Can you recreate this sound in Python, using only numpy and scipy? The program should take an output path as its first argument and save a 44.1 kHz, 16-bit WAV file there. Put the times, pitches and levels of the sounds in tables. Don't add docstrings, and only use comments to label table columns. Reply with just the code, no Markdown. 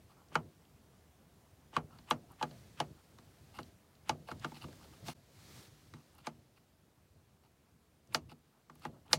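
import sys
import numpy as np
from scipy import signal
from scipy.fft import rfft, irfft, next_fast_len
from scipy.io import wavfile
from scipy.ndimage import uniform_filter1d

SR = 44100
rng = np.random.default_rng(int(sys.argv[2]) if len(sys.argv) > 2 else 0)


def voltage_ratio(level):
    return 10 ** (np.asarray(level, float) / 20)


def file_out(sig):
    cols = np.atleast_2d(sig).T
    lim = np.clip(cols, -1, 1)
    pcm = np.round(lim * 32767).astype(np.int16)
    wavfile.write(sys.argv[1], SR, pcm)


N = 404838


def unit(x):
    return x / np.sqrt(np.mean(x ** 2) + 1e-20)


def along(points, hz):
    point_hz, value = np.transpose(points)
    return np.interp(np.log(hz + 1), np.log(point_hz + 1), value)


def filtered(x, response):
    size = next_fast_len(x.shape[-1] + 8192)
    spectrum = rfft(x, size) * response(np.fft.rfftfreq(size, 1 / SR))
    return irfft(spectrum, size)[..., :x.shape[-1]]


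def resonances(modes):
    def response(f):
        total = 0
        for k, (centre, width, db) in enumerate(modes):
            total = total + (-1) ** k * voltage_ratio(db) * 1j * f * width / (centre ** 2 - f * f + 1j * f * width)
        return total
    return response


def add(track, s, sound):
    part = track[max(round(s * SR), 0):][:len(sound)]
    part += sound[:len(part)]


def rush(spectrum, patchy_db):
    z = signal.stft(rng.standard_normal(N), nperseg=512)[2]
    patches = uniform_filter1d(rng.standard_normal(z.shape), 6, 0)
    patches = unit(uniform_filter1d(patches, 10, 1))
    x = signal.istft(z * voltage_ratio(patchy_db * patches), nperseg=512)[1][:N]
    return unit(filtered(x, lambda hz: voltage_ratio(along(spectrum, hz))))


def grit(modes, rough_db):
    grains = sum(unit(uniform_filter1d(rng.standard_normal(N), size=size)) for size in (40, 300))
    rough = rng.standard_normal(N) * voltage_ratio(rough_db * grains)
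    return unit(filtered(rough, lambda f: resonances(modes)(f) ** 2))


# pitch_hz [Hz], level_db [relative dB per Hz]
CAB_RUMBLE_COLOUR = [(15, -65), (25, -19.5), (75, 3), (108, -7.5), (156, -2.5), (200, -13.5), (314, -16.5),
                     (500, -19), (650, -49.5), (1100, -120)]
# pitch_hz [Hz], level_db [relative dB per Hz]
HISS_COLOUR = [(120, -36), (200, -1), (245, -3.5), (569, -10), (696, -9.5), (1980, -17.5), (2330, -18.5),
               (15100, -26), (16000, -26)]


def cab_and_hiss():
    rumble = voltage_ratio(-68.5) * rush(CAB_RUMBLE_COLOUR, patchy_db=2)
    hiss = voltage_ratio(-69.5) * rush(HISS_COLOUR, patchy_db=1.0)
    return rumble + hiss


# time_s [s], level_db [dB rms]
RUSTLE_LEVEL = [(1.8, -91), (2.0, -73.5), (2.3, -81.5), (2.48, -69), (2.56, -67), (3.02, -75.5),
                (3.15, -75.5), (3.68, -70), (3.85, -107), (4.12, -81.5), (4.5, -64.5), (5.04, -67),
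                (5.075, -50.5), (5.13, -53), (5.16, -71), (5.28, -68.5), (5.4, -60.5), (5.58, -54.5),
                (5.66, -58.5), (5.7, -64.5), (5.9, -66.5), (6.2, -71), (6.6, -78.5), (7.2, -92.5),
                (8.66, -91), (8.8, -68.5), (9.1, -85)]
# pitch_hz [Hz], level_db [relative dB per Hz]
CLOTH_COLOUR = [(180, -30), (300, 1.5), (366, -4.5), (565, -9), (749, -7), (2170, -8.5), (2650, -10),
                (4300, -7.5), (16000, -20)]
# peak_s [s], level_db [dB rms at the peak]
LOW_BUMPS = [(0.0, -57), (0.39, -50.5), (1.81, -52.5), (2.17, -51), (2.52, -52.5), (2.85, -52.5),
             (3.21, -65), (3.6, -53), (4.13, -50), (4.34, -50.5), (4.66, -50.5), (4.86, -53), (5.07, -48.5),
             (5.57, -62), (5.95, -56), (6.35, -54), (6.75, -67), (7.17, -63), (8.17, -50), (8.89, -48.5),
             (9.17, -45)]
# pitch_hz [Hz], level_db [relative dB per Hz]
BUMP_COLOUR = [(18, -50), (30, -19), (85, 0), (140, -1), (187, -7), (231, -9.5), (471, -17.5), (700, -18.5),
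               (910, -41.5), (1540, -120)]


def hand():
    rise_db_per_s, fall_db_per_s = 189.5, 88
    t = np.arange(N) / SR
    rustle_db = np.interp(t, *np.transpose(RUSTLE_LEVEL))
    fibres = voltage_ratio(0.53 * unit(uniform_filter1d(rng.standard_normal(N), 150)))
    rustle = voltage_ratio(rustle_db) * unit(fibres * rush(CLOTH_COLOUR, patchy_db=0.7))
    shake = voltage_ratio(-59.5 + 0.41 * (rustle_db + 63.5))
    for peak_s, db in LOW_BUMPS:
        away_db = np.minimum(rise_db_per_s * (t - peak_s), fall_db_per_s * (peak_s - t))
        shake = np.maximum(shake, voltage_ratio(db + away_db))
    return rustle + shake * rush(BUMP_COLOUR, patchy_db=3.0)


# start_s [s], length_s [s], low_grit_db [dB], middle_over_low_db [dB]
SCRAPES = [(0.09, 0.047, -67, -8), (0.158, 0.076, -69.5, -18), (1.892, 0.095, -64.5, -13),
           (2.288, 0.055, -65, -10.5), (2.967, 0.05, -72, -17), (3.533, 0.086, -59.5, -3),
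           (4.27, 0.063, -58, -1.5), (4.539, 0.05, -64.5, 6), (4.611, 0.041, -57.5, 2.5),
           (4.799, 0.064, -65, -4.5), (4.924, 0.027, -62.5, -8.5), (5.06, 0.08, -58, 1.5),
           (5.94, 0.086, -66.5, -10), (6.127, 0.063, -71, -8), (6.18, 0.037, -64.5, -3),
           (6.56, 0.034, -74, 3), (7.43, 0.046, -72, -3), (8.288, 0.045, -60, -1.5),
           (8.5, 0.14, -74.5, -14.5), (8.817, 0.057, -58, 0.3), (8.93, 0.065, -65, -18),
           (9.053, 0.05, -64.5, -6)]
# [dB, for one of two passes]
GRIT_BANDS = [
    [(800, 250, 0), (1350, 450, -1)],
    [(2050, 500, -5), (2800, 420, 0), (4500, 1300, -4)],
    [(7500, 4000, 0), (12000, 7000, 0)],
]


def rubs():
    level = np.zeros((3, N))
    for start_s, length_s, low_db, bright_db in SCRAPES:
        swell = np.sin(np.linspace(0, np.pi, round(length_s * SR))) ** 0.5
        band_db = (low_db, low_db + bright_db, low_db - 9 + 0.7 * bright_db)
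        for row, db in zip(level, band_db):
            add(row, start_s, voltage_ratio(db) * swell)
    catches = voltage_ratio(2.2 * unit(uniform_filter1d(rng.standard_normal(N), size=130)))
    return unit(catches) * sum(row * grit(modes, rough_db=2.0) for row, modes in zip(level, GRIT_BANDS))


# start_s [s], peak_db [dB], pitch_hz [Hz]
SKIN_TICKS = [(0.2848, -59.5, 5110), (0.6528, -62, 3060), (2.3178, -53.5, 11000), (3.631, -47, 3730),
              (3.952, -59, 4000), (4.3962, -50.5, 4570), (6.132, -56, 9380), (6.15, -53, 11100),
              (6.1823, -51.5, 11200), (6.576, -56, 1450), (8.0731, -58.5, 5270), (8.7539, -49.5, 12700),
              (8.7953, -58, 11000), (9.0798, -52.5, 3100)]


def ticks():
    out, t = np.zeros(N), np.arange(SR // 25) / SR
    for start_s, peak_db, pitch_hz in SKIN_TICKS:
        band = resonances([(pitch_hz, 0.56 * pitch_hz, 0)])
        burst = rng.standard_normal(len(t)) * voltage_ratio(-60 * t / 0.019)
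        crack = filtered(burst, lambda f: band(f) ** 2)
        add(out, start_s, voltage_ratio(peak_db) * crack / np.abs(crack).max())
    return out


# pitch_hz [Hz], level_db [relative dB], decay_s [s to fall 60 dB]
PANEL_MODES = [(152.7, 2, 0.32), (240.5, 1, 0.3), (334, 8.5, 0.072), (485, -5.5, 0.078),
               (618.6, -9.5, 0.14), (701, -6.5, 0.097), (859, -2, 0.079), (1103, -5.5, 0.03),
               (1190, 2.5, 0.032), (1338.5, 5, 0.02), (1433, -7.5, 0.041), (1628, -3.5, 0.041),
               (1880, 1, 0.035), (2203, 0, 0.059), (2470, 0, 0.042), (2935, 1.5, 0.059), (3225, 1.5, 0.046),
               (3642, -4.5, 0.038), (4030, -3.5, 0.045), (4566, 3, 0.013), (4983, -7, 0.036),
               (5094, -12.5, 0.012), (5630, -5.5, 0.034), (6470, -5.5, 0.026), (7330, -10.5, 0.039),
               (8620, -13.5, 0.041), (9270, -15, 0.034), (11000, -13.5, 0.025), (13440, -18.5, .015)]


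def panel_rings(t, panel_hz, treble_hz):
    hz, db, decay_s = np.transpose(PANEL_MODES)[:, :, None]
    level_draw, pitch_draw = rng.standard_normal((2, len(hz), 1))
    rise = 1 - np.exp(-(t / (2.13 / hz + 0.00022)) ** 2)
    near = sum(np.exp(-(np.log(hz / centre_hz) / .17) ** 2) for centre_hz in (panel_hz, treble_hz))
    favour_db = 13 * near
    direct = voltage_ratio(favour_db) * np.exp(-t * hz / 7)
    ring_on = voltage_ratio(-8 + favour_db / 3)
    fade = voltage_ratio(db + 1.8 * level_draw - 60 * t / decay_s)
    tone = np.sin(2 * np.pi * hz * (1 + 0.017 * pitch_draw) * t)
    return fade * rise * (direct + ring_on) * tone, rise


# pitch_hz [Hz], decay_s [s to fall 60 dB]
CAB_DECAY = [(150, .4), (400, .21), (1000, .105), (3000, .09), (8000, .08), (15000, .06)]


def cab_scatter(length):
    f, when, z = signal.stft(rng.standard_normal(length), SR, nperseg=256, noverlap=224)
    hz, db, _ = np.transpose(PANEL_MODES)
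    colour_db = along([(40, -50), *np.c_[hz, db]], f)[:, None]
    return f, z * voltage_ratio(colour_db - 60 * when / along(CAB_DECAY, f)[:, None])


PART_CENTRES = [220, 950, 2500, 5200]
PART_BORDERS = [450, 1700, 3400]


def snap(part_db, panel_hz, treble_hz):
    t = np.arange(SR // 2) / SR
    rings, rise = panel_rings(t, panel_hz, treble_hz)
    f, scatter = cab_scatter(len(t))
    part = np.searchsorted(PART_BORDERS, np.transpose(PANEL_MODES)[0])
    out = np.zeros(len(t))
    for k, peak_db in enumerate(part_db):
        ring = rings[part == k].sum(axis=0)
        only_k = np.arange(len(PART_CENTRES)) == k
        share = along(np.c_[PART_CENTRES, only_k], f)[:, None] ** 2
        wash = signal.istft(scatter * share, SR, nperseg=256, noverlap=224)[1][:len(t)]
        wash = wash * rise[part == k][0]
        both = ring / np.linalg.norm(ring) + voltage_ratio(-11) * wash / np.linalg.norm(wash)
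        out += voltage_ratio(peak_db) * both / np.abs(both).max()
    return out


# [favoured, Hz]
DETENT_SNAPS = [(0.354, -19.5, -10, -53, 1310, 2280), (1.765, -20, -13, -52, 1190, 2640),
                (2.109, -18.5, -5, -55, 1084, 3300), (2.426, -25, -6, -54.5, 880, 2670),
                (2.801, -24.5, -3, -53.5, 774, 3050), (4.093, -21, -3.5, -56, 936, 2570),
                (4.445, -29, -9, -53, 1380, 3040), (6.269, -27.5, -3.5, -51, 782, 2270),
                (8.146, -18.5, 3.5, -52.5, 1480, 4960), (8.851, -26.5, -11.5, -56.5, 940, 1950),
                (9.13, -17.5, 11.5, -54, 1026, 5000)]
# [favoured, Hz]
PANEL_TAPS = [(0.317, -52, -20.5, -59, 700, 2280), (1.729, -48.5, -16.5, -57, 783, 2850),
              (1.986, -55.5, 2.5, -55, 990, 4170), (2.4113, -30.5, -25.5, -48.5, 820, 2980),
              (2.434, -32, -20.5, -48, 750, 2900), (2.51, -54, 2, -56, 510, 4100),
              (3.185, -52, -2, -55, 1060, 1920), (3.587, -34.5, -9.5, -40.5, 1110, 2020),
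              (4.286, -38, -15, -60, 730, 2360), (4.314, -35, -10, -40, 1340, 1990),
              (4.565, -55, -9, -53, 900, 2800), (4.518, -45, -15, -48, 880, 2250),
              (4.641, -43.5, -13, -42, 1190, 2660), (4.683, -53, -8, -46, 500, 2520),
              (4.727, -54, -3.5, -61, 1700, 1890), (5.082, -36, 0, -40.5, 730, 2470),
              (5.937, -43.5, -2.5, -41.5, 1240, 2040), (8.129, -52, -15, -58, 900, 2500),
              (8.316, -45.5, -5.5, -45.5, 762, 2660), (8.697, -42, -14, -49, 1250, 1920),
              (8.755, -57, -5, -60, 1000, 2500), (9.111, -41, -14.5, -52, 1400, 1900)]
# [dB, for one of two passes]
DRAG_BANDS = [(820, 840, 1.5), (1400, 1800, 1.5), (2900, 1500, 2), (4700, 5400, -7), (9300, 4700, -9.5)]


def switch():
    build_s, run_out_s, pre_echo_s = 0.026, 0.017, 0.006
    out, drag, pre_echo = np.zeros(N), np.zeros(N), np.zeros(N)
    after = np.arange(SR // 10) / SR
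    before = after[::-1]
    lead_s = len(before) / SR
    blows = list(PANEL_TAPS)
    for s, panel_db, bright_db, drag_db, *favoured_hz in DETENT_SNAPS:
        thud_db = -33.5 + 0.35 * (panel_db + 20)
        blows.append((s, panel_db, bright_db, thud_db, *favoured_hz))
        add(drag, s - lead_s, voltage_ratio(drag_db) * np.exp(-(before / build_s) ** 2))
        add(drag, s, voltage_ratio(drag_db) * np.exp(-(after / run_out_s) ** 2))
    for s, panel_db, bright_db, thud_db, panel_hz, treble_hz in blows:
        knob_db = panel_db - 3.5 + 0.45 * bright_db
        snap_db = panel_db + bright_db
        add(out, s, snap([thud_db, panel_db, knob_db, snap_db], panel_hz, treble_hz))
        pre_echo_db = min(snap_db, knob_db) - 27.5
        add(pre_echo, s - lead_s, voltage_ratio(pre_echo_db) * np.exp(-before / pre_echo_s))
    return out + drag * grit(DRAG_BANDS, rough_db=2.0) + pre_echo * grit(GRIT_BANDS[-1], rough_db=4.5)


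def scene():
    return (cab_and_hiss() + hand() + rubs() + ticks() + switch())[None]


# time_s [s], level_db [dB]
LEVEL_DIP = [(5.10, 0.5), (5.134, -9), (5.14, -27), (5.155, -3.5)]


def level_dip(dry):
    return dry * voltage_ratio(np.interp(np.arange(N) / SR, *np.transpose(LEVEL_DIP)))


def roll_off(x):
    return signal.sosfilt(signal.butter(12, 16840, fs=SR, output="sos"), x)


def record(dry):
    band = lambda hz: (hz < 15900) * (1j * hz / (1j * hz + 35)) ** 2
    mix = filtered(level_dip(dry), band)
    return roll_off(mix)


dry = scene()
out = record(dry)
file_out(out)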